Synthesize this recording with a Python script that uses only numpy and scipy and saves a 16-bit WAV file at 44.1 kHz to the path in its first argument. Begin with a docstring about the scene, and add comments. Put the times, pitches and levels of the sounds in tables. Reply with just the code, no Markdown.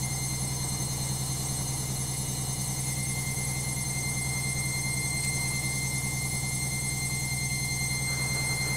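"""A front-loading washing machine spins at steady speed in a tiled kitchen, heard from a drifting hand-held phone.
The unbalanced drum shakes the cabinet on multiples of its turn; belt ribs and steady panel tones hum along.
A brushed motor, belted to the drum, whines on its 18 rotor slots over a comb of brush tones.
Every pass of the belt joint and of the drum's heavy side tugs the motor and dents the whine.
Bearings rumble and cooling air hisses beneath; fingers rub the phone, and near the end a hand slides over it."""
import sys
import numpy as np
from scipy import signal
from scipy.fft import rfft, irfft, next_fast_len
from scipy.io import wavfile
from scipy.ndimage import uniform_filter1d, map_coordinates

SR = 44100
rng = np.random.default_rng(int(sys.argv[2]) if len(sys.argv) > 2 else 0)


def gain_from_decibels(decibels):
    """Convert decibel values to linear amplitude factors."""
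    exponent = np.asarray(decibels, float) / 20
    return 10 ** exponent


def log_audio(samples):
    """Write samples as a 16-bit WAV file to the path given in sys.argv[1]."""
    # one column per channel
    frames = np.atleast_2d(samples).T
    # limit to full scale, then quantise
    limited = np.clip(frames, -1, 1)
    pcm = np.round(limited * 32767).astype(np.int16)
    wavfile.write(sys.argv[1], SR, pcm)


N = 386316
TIME = np.arange(N) / SR

DRUM_HZ, BELT_HZ, SHAFT_HZ, MAINS_HZ = 10.132, 7.492, 116.52, 50.0  # turns or cycles a second
SLOTS = 18  # rotor slots, so whine cycles in each shaft turn


def unit(x):
    """Scaled to rms 1."""
    return x / np.sqrt(np.mean(np.abs(x) ** 2))


def curves(rows):
    """One value per sample for each column after the time."""
    s, *cols = np.transpose(rows)
    return [np.interp(TIME, s, c) for c in cols]


def wobble(rate):
    """A smooth random curve, rate knots a second."""
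    coarse = TIME[::32]
    knots = rng.standard_normal(int(N * rate / SR) + 4)
    return np.interp(TIME, coarse, map_coordinates(knots, [coarse * rate]))


def noise(gain):
    """Noise coloured by a gain of frequency."""
    m = next_fast_len(N)
    hz = np.fft.rfftfreq(m, 1 / SR)
    re, im = rng.standard_normal((2, len(hz)))
    return irfft((re + 1j * im) * np.sqrt(m / 2) * gain(hz), m)[:N]


def rush(points, lo_hz, hi_hz):
    """Noise with a (frequency [Hz], gain [dB]) spectrum, of rms 1 between two frequencies."""
    f, db = np.transpose(points)
    gain = lambda hz: gain_from_decibels(np.interp(np.log(hz + 1), np.log(f + 1), db))
    band_power = np.sum(gain(np.arange(lo_hz, hi_hz)) ** 2) * 2 / SR
    return noise(gain) / np.sqrt(band_power)


def periodic(orders, turns, drift, start=None, count=2 ** 14):
    """A wave that repeats each turn; echoes at shifting strength let every multiple swell on its own."""
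    k, db = np.transpose(orders)
    phase = rng.random((len(k), 3)).T  # in cycles: the direct wave, then two echoes
    if start:
        phase[0] = start(k, phase[0] - .5)
    lines = np.zeros((3, count // 2 + 1), complex)
    lines[:, k.astype(int)] = gain_from_decibels(db) * np.exp(2j * np.pi * phase) * count / np.sqrt(2)
    place = turns % 1 * count
    direct, *echoes = [np.interp(place, np.arange(count), w, period=count) for w in irfft(lines)]
    mixed = direct + drift * sum(wobble(0.865) * e for e in echoes)
    return mixed / np.sqrt(1 + 2 * drift ** 2)


def in_step(k, chance):
    """Six knocks a turn keep multiples 7, 13, 19.. together; the rest push against them, in cycles."""
    looseness = np.where(k < 7, 1, (k / 30) ** 2)  # low and high multiples hold step less well
    return .1 + .45 * (k % 6 != 1) + chance * looseness


# cabinet shaking, strongest multiples: (multiple of the drum turn, level [dB rms])
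DRUM_SHAKES = [(2, -53.0), (3, -61.0), (4, -58.5), (5, -59.5), (6, -62.0), (7, -44.5), (9, -60.5),
               (10, -59.0), (11, -52.5), (12, -55.5), (13, -35.5), (14, -48.0), (15, -47.0), (16, -59.5),
               (17, -63.5), (18, -56.0), (19, -47.5), (20, -54.5), (21, -55.0), (23, -61.0), (24, -63.5),
               (25, -54.5), (27, -60.5), (29, -61.0), (31, -55.5)]
# weaker multiples above those: level of the first [dB rms], loss a multiple [dB], chance spread [dB]
TAIL_ORDERS = np.arange(32, 45)
TAIL_DB, TAIL_FALL_DB, TAIL_SCATTER_DB = -66.5, 0.5, 0.5


def drum():
    """The unbalanced load shakes the cabinet on multiples of the drum turn."""
    k = TAIL_ORDERS
    tail_db = TAIL_DB - TAIL_FALL_DB * (k - k[0]) + TAIL_SCATTER_DB * rng.standard_normal(len(k))
    orders = np.vstack([DRUM_SHAKES, np.transpose([k, tail_db])])
    turns = DRUM_HZ * TIME + 0.0025 * wobble(2.01)
    return periodic(orders, turns, drift=0.026, start=in_step)


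# belt ribs on the pulleys: (multiple of the belt turn, level [dB rms])
BELT_RIBS = [(24, -60), (48, -87), (60, -58.5), (96, -58.5), (100, -66.5), (104, -70.5), (106, -68.5),
             (144, -65)]


def belt_ribs():
    """Ribs running over the pulleys hum on multiples of the belt turn."""
    return periodic(BELT_RIBS, BELT_HZ * TIME + 0.0025 * wobble(2.03), drift=0.095)


# panel tones of mains and bearings: (frequency [Hz], middle level [dB rms])
PANEL_TONES = [(190, -72), (200, -55.5), (300, -63.5), (320.3, -60), (516.7, -66.5), (549.5, -64.5),
               (732.6, -63.5), (774.9, -58.5), (837.4, -63), (879.4, -64), (952.2, -63), (989, -64)]


def panels():
    """Mains and bearings hold the panels at fixed pitches; the higher the tone, the more it flickers."""
    out = 0
    for hz, db in PANEL_TONES:
        level_db = db + 1.3 * wobble(.9) + hz / 250 * wobble(7)
        out = out + gain_from_decibels(level_db) * np.sqrt(2) * np.sin(2 * np.pi * (hz * TIME + rng.random()))
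    return out


SWELL_DB, SWELL_HZ = 0.63, 2.284  # scale of each tone's chance swells [dB], their knots a second


def placed(rows):
    """Tone levels [dB] that follow the phone's place, as the two lowest whines do, and swell by chance."""
    first_db, second_db = [db - db.mean() for db in curves(WHINE_LEVELS)]
    return [db + a * first_db + b * second_db + SWELL_DB * wobble(SWELL_HZ) for db, a, b in rows]


# brush comb between the slot harmonics: (multiple of the shaft turn, level before the bar pattern [dB rms])
BRUSH_COMB = [(17, -64.5), (24, -80.5), (34, -64.5), (48, -61.5), (62, -61.5), (76, -63), (92, -65.5),
              (108, -70.6), (134, -77)]
# uneven commutator bars repeat one pattern above every slot harmonic: (multiples above it, gain [dB])
BAR_PATTERN = [(1, 0.8), (2, 5.5), (3, -6), (4, 1.9), (5, -4), (6, 0.3), (7, 3), (8, -6), (9, 0.5),
               (10, -12), (11, 5), (12, 4), (13, -4.5), (14, -6), (15, -14), (16, 5), (17, -0.5)]
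BAR_SCATTER_DB = 4
# multiples of the shaft turn that stand clear of the comb
CLEAR_TONE_ORDERS = [20, 25, 28, 29, 32, 34, 40, 43, 47]
# those clear tones, in that order:
# (middle level [dB rms], gain per dB of the lowest whine [dB], gain per dB of the second [dB])
CLEAR_TONES = [(-63.5, -.05, .01), (-63, -0.5, .01), (-63.5, 0.12, .01), (-63, .5, .01), (-59.5, -.35, .01),
               (-71, -1.1, .01), (-60.5, .01, .01), (-63.5, -0.1, .01), (-58.5, 0.16, .01)]


def brushes(turns):
    """Commutator comb: the higher the multiple, the more of it blurs into a noisy skirt."""
    k = np.arange(BRUSH_COMB[0][0], BRUSH_COMB[-1][0] + 1).astype(int)
    k = k[(k % SLOTS > 0) & ~np.isin(k, CLEAR_TONE_ORDERS)]
    db = np.interp(k, *np.transpose(BRUSH_COMB)) + np.interp(k % SLOTS, *np.transpose(BAR_PATTERN))
    db = db + BAR_SCATTER_DB * rng.standard_normal(len(k))
    share = np.clip(k / 75, 0, .9)  # blurred part of each tone's power
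    skirt = .46 - k * .0016  # dB per Hz
    grid = np.arange(SR // 2 + 1)  # Hz
    fall = gain_from_decibels(-skirt[:, None] * np.abs(grid - k[:, None] * SHAFT_HZ)) ** 2
    power = (gain_from_decibels(db) ** 2 * share / fall.sum(1)) @ fall * SR / 2
    blur = noise(lambda hz: np.sqrt(np.interp(hz, grid, power)))
    sharp = periodic(np.transpose([k, db + 10 * np.log10(1 - share)]), turns, drift=0.5)
    tones = 0
    for order, level_db in zip(CLEAR_TONE_ORDERS, placed(CLEAR_TONES)):
        # the drum's sway makes them pulse, the high ones most
        sway_db = .0025 * order ** 2 * np.sin(2 * np.pi * (DRUM_HZ * TIME + rng.random()))
        tone = np.sin(2 * np.pi * (order * turns + rng.random()))
        tones = tones + gain_from_decibels(level_db + sway_db) * np.sqrt(2) * tone
    return tones + sharp + blur


def tug(table, turns, depth, count=512):
    """Side tones that all oppose the carrier at the start of a turn."""
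    angle = np.linspace(0, 1, count)
    spin = np.exp(2j * np.pi * angle)
    shape = sum(gain_from_decibels(below) * spin ** -int(k) + gain_from_decibels(above) * spin ** int(k) for k, below, above in table)
    return depth * np.interp(turns % 1, angle, shape)


# side tones beside the whine, before the dent depths scale them:
# (multiple of the turn or mains cycle, level below the whine's pitch [dB], level above it [dB])
BELT_JOINT_TUG = [(1, -21, -11), (2, -20, -15), (3, -20, -18), (4, -28, -30)]
HEAVY_SIDE_TUG = [(1, -21, -19), (2, -26, -22), (3, -32, -32), (4, -36, -36)]
MAINS_CYCLE_TUG = [(1, -23, -44), (2, -17.5, -43), (4, -26, -30)]
# levels of the two lowest whines at plain dents [dB], dent growth per dB below [dB], depth (factor)
NULL_DB, DENT_KEEPS, DENT_DEPTH = [-40.5, -41.5], 0.86, 0.79


def dents(k, db, belt, heavy):
    """Belt joint, heavy side and mains each pull whine harmonic k back once a turn or cycle."""
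    # higher harmonics come by other paths, so their dents fall at other moments
    late = (k > 1) * rng.random(3)
    pulls = tug(BELT_JOINT_TUG, belt - late[0], k ** -.6)
    pulls = pulls + tug(HEAVY_SIDE_TUG, heavy - late[1], k ** 1.14)
    pulls = pulls + tug(MAINS_CYCLE_TUG, MAINS_HZ * TIME - late[2], k ** -.4)
    # where the room cancels the two lowest whines, their side tones keep more of their strength
    kept_db = DENT_KEEPS * (NULL_DB[k - 1] - db) if k < 3 else 0
    return pulls * DENT_DEPTH * gain_from_decibels(kept_db)


# the phone drifts through the room's standing waves:
# (time [s], level of the lowest whine [dB rms], level of the second [dB rms])
WHINE_LEVELS = [(0.0, -44, -46), (1.0, -53.5, -43), (2.17, -51.5, -49), (2.32, -58, -46.5),
                (3.17, -40, -48), (3.9, -43.5, -45.5), (3.98, -39, -45), (5.39, -36.5, -40.5),
                (6.05, -38.5, -46.5), (6.54, -40, -44.5), (8.64, -34.5, -38), (8.76, -35.5, -39)]
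# whine harmonics 3 to 7:
# (middle level [dB rms], gain per dB of the lowest whine [dB], gain per dB of the second [dB])
WHINE_OVERTONES = [(-43, -0.04, 0.21), (-40.5, 0.15, 0.2), (-42, 0.14, -0.47), (-53.5, .01, -0.03),
                   (-56.5, .01, .01)]
# each whine harmonic smeared into noise: (share of power [0-1], skirt [dB per Hz])
WHINE_SMEAR = [(.01, .5), (.12, .4), (.3, .34), (.55, .32), (.65, .3), (.75, .27), (.75, .27)]
# around the room's null the lowest whine turns in phase, so its dents become beats
FLIP_S, FLIP_BACK_S, FLIP_TURN_S, FLIP_RAD = 0.7, 2.53, .15, 1.96  # from, to, turning time [s]; angle [rad]


def whine(shaft, rock, belt, heavy):
    """Slot harmonics of the shaft turn, each part steady and dented, part smeared by flutter."""
    there = np.tanh((TIME - FLIP_S) / FLIP_TURN_S)
    back = np.tanh((TIME - FLIP_BACK_S) / FLIP_TURN_S)
    flip = np.exp(.5j * FLIP_RAD * (there - back))
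    out = 0
    levels = curves(WHINE_LEVELS) + placed(WHINE_OVERTONES)
    for k, (db, (share, skirt)) in enumerate(zip(levels, WHINE_SMEAR), 1):
        steady = (flip if k == 1 else 1) - dents(k, db, belt, heavy)
        # dents shape the tone within each half second but leave its level
        steady = steady / np.sqrt(uniform_filter1d(np.abs(steady) ** 2, size=SR // 2))
        # the rocking bends every harmonic but the lowest
        steady = steady * np.exp(2j * np.pi * 1.01 * (k - 1) * SLOTS * rock)
        # the blur is quick flutter: little of it lies within a few Hz of the tone
        flutter = lambda hz: gain_from_decibels(-skirt * hz) * hz / (hz + 5)
        smear = unit(noise(flutter) + 1j * noise(flutter))
        mixed = np.sqrt(1 - share) * steady + np.sqrt(share) * smear
        carrier = np.exp(2j * np.pi * (k * SLOTS * shaft + rng.random()))
        out = out + gain_from_decibels(db) * np.sqrt(2) * np.real(mixed * carrier)
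    return out


JOINT_S, HEAVY_S = .015, .087  # first pass of the belt joint and of the drum's heavy side [s]


def motor():
    """Slot whine and brush comb share one shaft angle, which belt and drum rock to and fro."""
    belt, heavy = BELT_HZ * (TIME - JOINT_S), DRUM_HZ * (TIME - HEAVY_S)
    rock = 0.0031 * np.sin(2 * np.pi * belt) + 0.0018 * np.sin(4 * np.pi * belt)  # shaft turns
    rock = rock + 0.0014 * np.sin(2 * np.pi * heavy)
    shaft = SHAFT_HZ * TIME + 0.0088 * wobble(1.5) + 0.00042 * wobble(25)
    return brushes(shaft + rock) + whine(shaft, rock, belt, heavy)


# colour of the cabinet rumble: (frequency [Hz], relative level [dB])
RUMBLE_COLOUR = [(15, 1), (40, -1), (130, 10), (250, 1), (420, 1), (620, -2), (760, 2), (1100, -2.5),
                 (1500, -13), (2100, -9), (3200, -42), (5000, -58)]
RUMBLE_DB, RUMBLE_SAG_DB_PER_S = -47, 0.29  # level at the start, 360-1700 Hz, before the throb; slow loss


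def bearings():
    """Bearings rumble in the cabinet, throbbing with the drum and by chance."""
    throb_db = 0.22 * np.sin(2 * np.pi * DRUM_HZ * TIME) + 1.1 * wobble(30) + 0.77 * wobble(2.5)
    return gain_from_decibels(RUMBLE_DB - RUMBLE_SAG_DB_PER_S * TIME + throb_db) * rush(RUMBLE_COLOUR, 360, 1700)


def patchy(x, patchy_db):
    """Random patches of gain over time and frequency."""
    z = signal.stft(x, nperseg=512)[2]
    field = uniform_filter1d(rng.standard_normal(z.shape), size=4, axis=0)  # across frequency
    field = uniform_filter1d(field, size=8, axis=1)  # across time
    return signal.istft(z * gain_from_decibels(patchy_db * unit(field)), nperseg=512)[1][:N]


# colour of the cooling air: (frequency [Hz], relative level [dB])
AIR_COLOUR = [(800, -22), (1600, -7.5), (2100, -2), (2800, -5), (3800, 0.5), (5200, 0), (6300, 3.5),
              (8300, 6.5), (10400, 6.5), (12000, -3.5), (13500, -5.5), (15500, -6)]
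HISS_DB = -55.5  # in 4440-5950 Hz, before patches and wobbles


def cooling_air():
    """The motor's cooling air hisses, uneven in time and frequency."""
    level_db = HISS_DB + 0.44 * wobble(12) + 0.82 * wobble(1.43)
    return gain_from_decibels(level_db) * patchy(rush(AIR_COLOUR, 4440, 5950), patchy_db=3)


# fingers shifting on the phone:
# (time of the peak [s], level at the peak [dB rms], length [s], centre [Hz], width [Hz]);
# length and width are standard deviations of bell curves
FINGER_RUBS = [(5.242, -38, 0.006, 6500, 3000), (5.249, -30, 0.0018, 7500, 2800),
               (8.13, -48, 0.039, 1310, 450)]


def finger_rubs():
    """Fingers rub the phone's case: short bell-shaped bursts of band noise."""
    out = 0
    for s, db, life, hz, wide in FINGER_RUBS:
        burst = unit(noise(lambda f: np.exp(-.5 * ((f - hz) / wide) ** 2)))
        out = out + gain_from_decibels(db) * np.exp(-.5 * ((TIME - s) / life) ** 2) * burst
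    return out


# colour of the hand's slide: (frequency [Hz], relative level [dB])
HAND_COLOUR = [(60, -39), (200, 1), (500, 1), (1000, -1), (1500, -6), (2200, -11), (3500, -18), (6000, -55)]
SLIDE_S, SLIDE_RISE_S = 8.12, 0.085  # start, fade-in [s]
SLIDE_DB, SLIDE_GROWS_DB_PER_S = -48, 7  # level the growth sets out from, in 370-1700 Hz; growth


def hand_slide():
    """The hand slides over the phone: a quick rise, then rough noise that grows to the end."""
    since = TIME - SLIDE_S
    level_db = SLIDE_DB + SLIDE_GROWS_DB_PER_S * since + 1.8 * wobble(25)
    return np.clip(since / SLIDE_RISE_S, 0, 1) * gain_from_decibels(level_db) * rush(HAND_COLOUR, 370, 1700)


def scene():
    """Machine and hand, one channel."""
    machine = drum() + belt_ribs() + panels() + motor() + bearings() + cooling_air()
    return (machine + finger_rubs() + hand_slide())[None]


def low_pass(x):
    """Removes everything above the highest recorded frequency."""
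    return signal.sosfilt(signal.butter(12, 16400, fs=SR, output="sos"), x)


def record(dry):
    """The phone keeps nothing above its band limit."""
    below_limit = np.fft.rfftfreq(N, 1 / SR) < 15750  # Hz
    mix = irfft(rfft(dry) * below_limit, N)
    return low_pass(mix)


dry = scene()
out = record(dry)
log_audio(out)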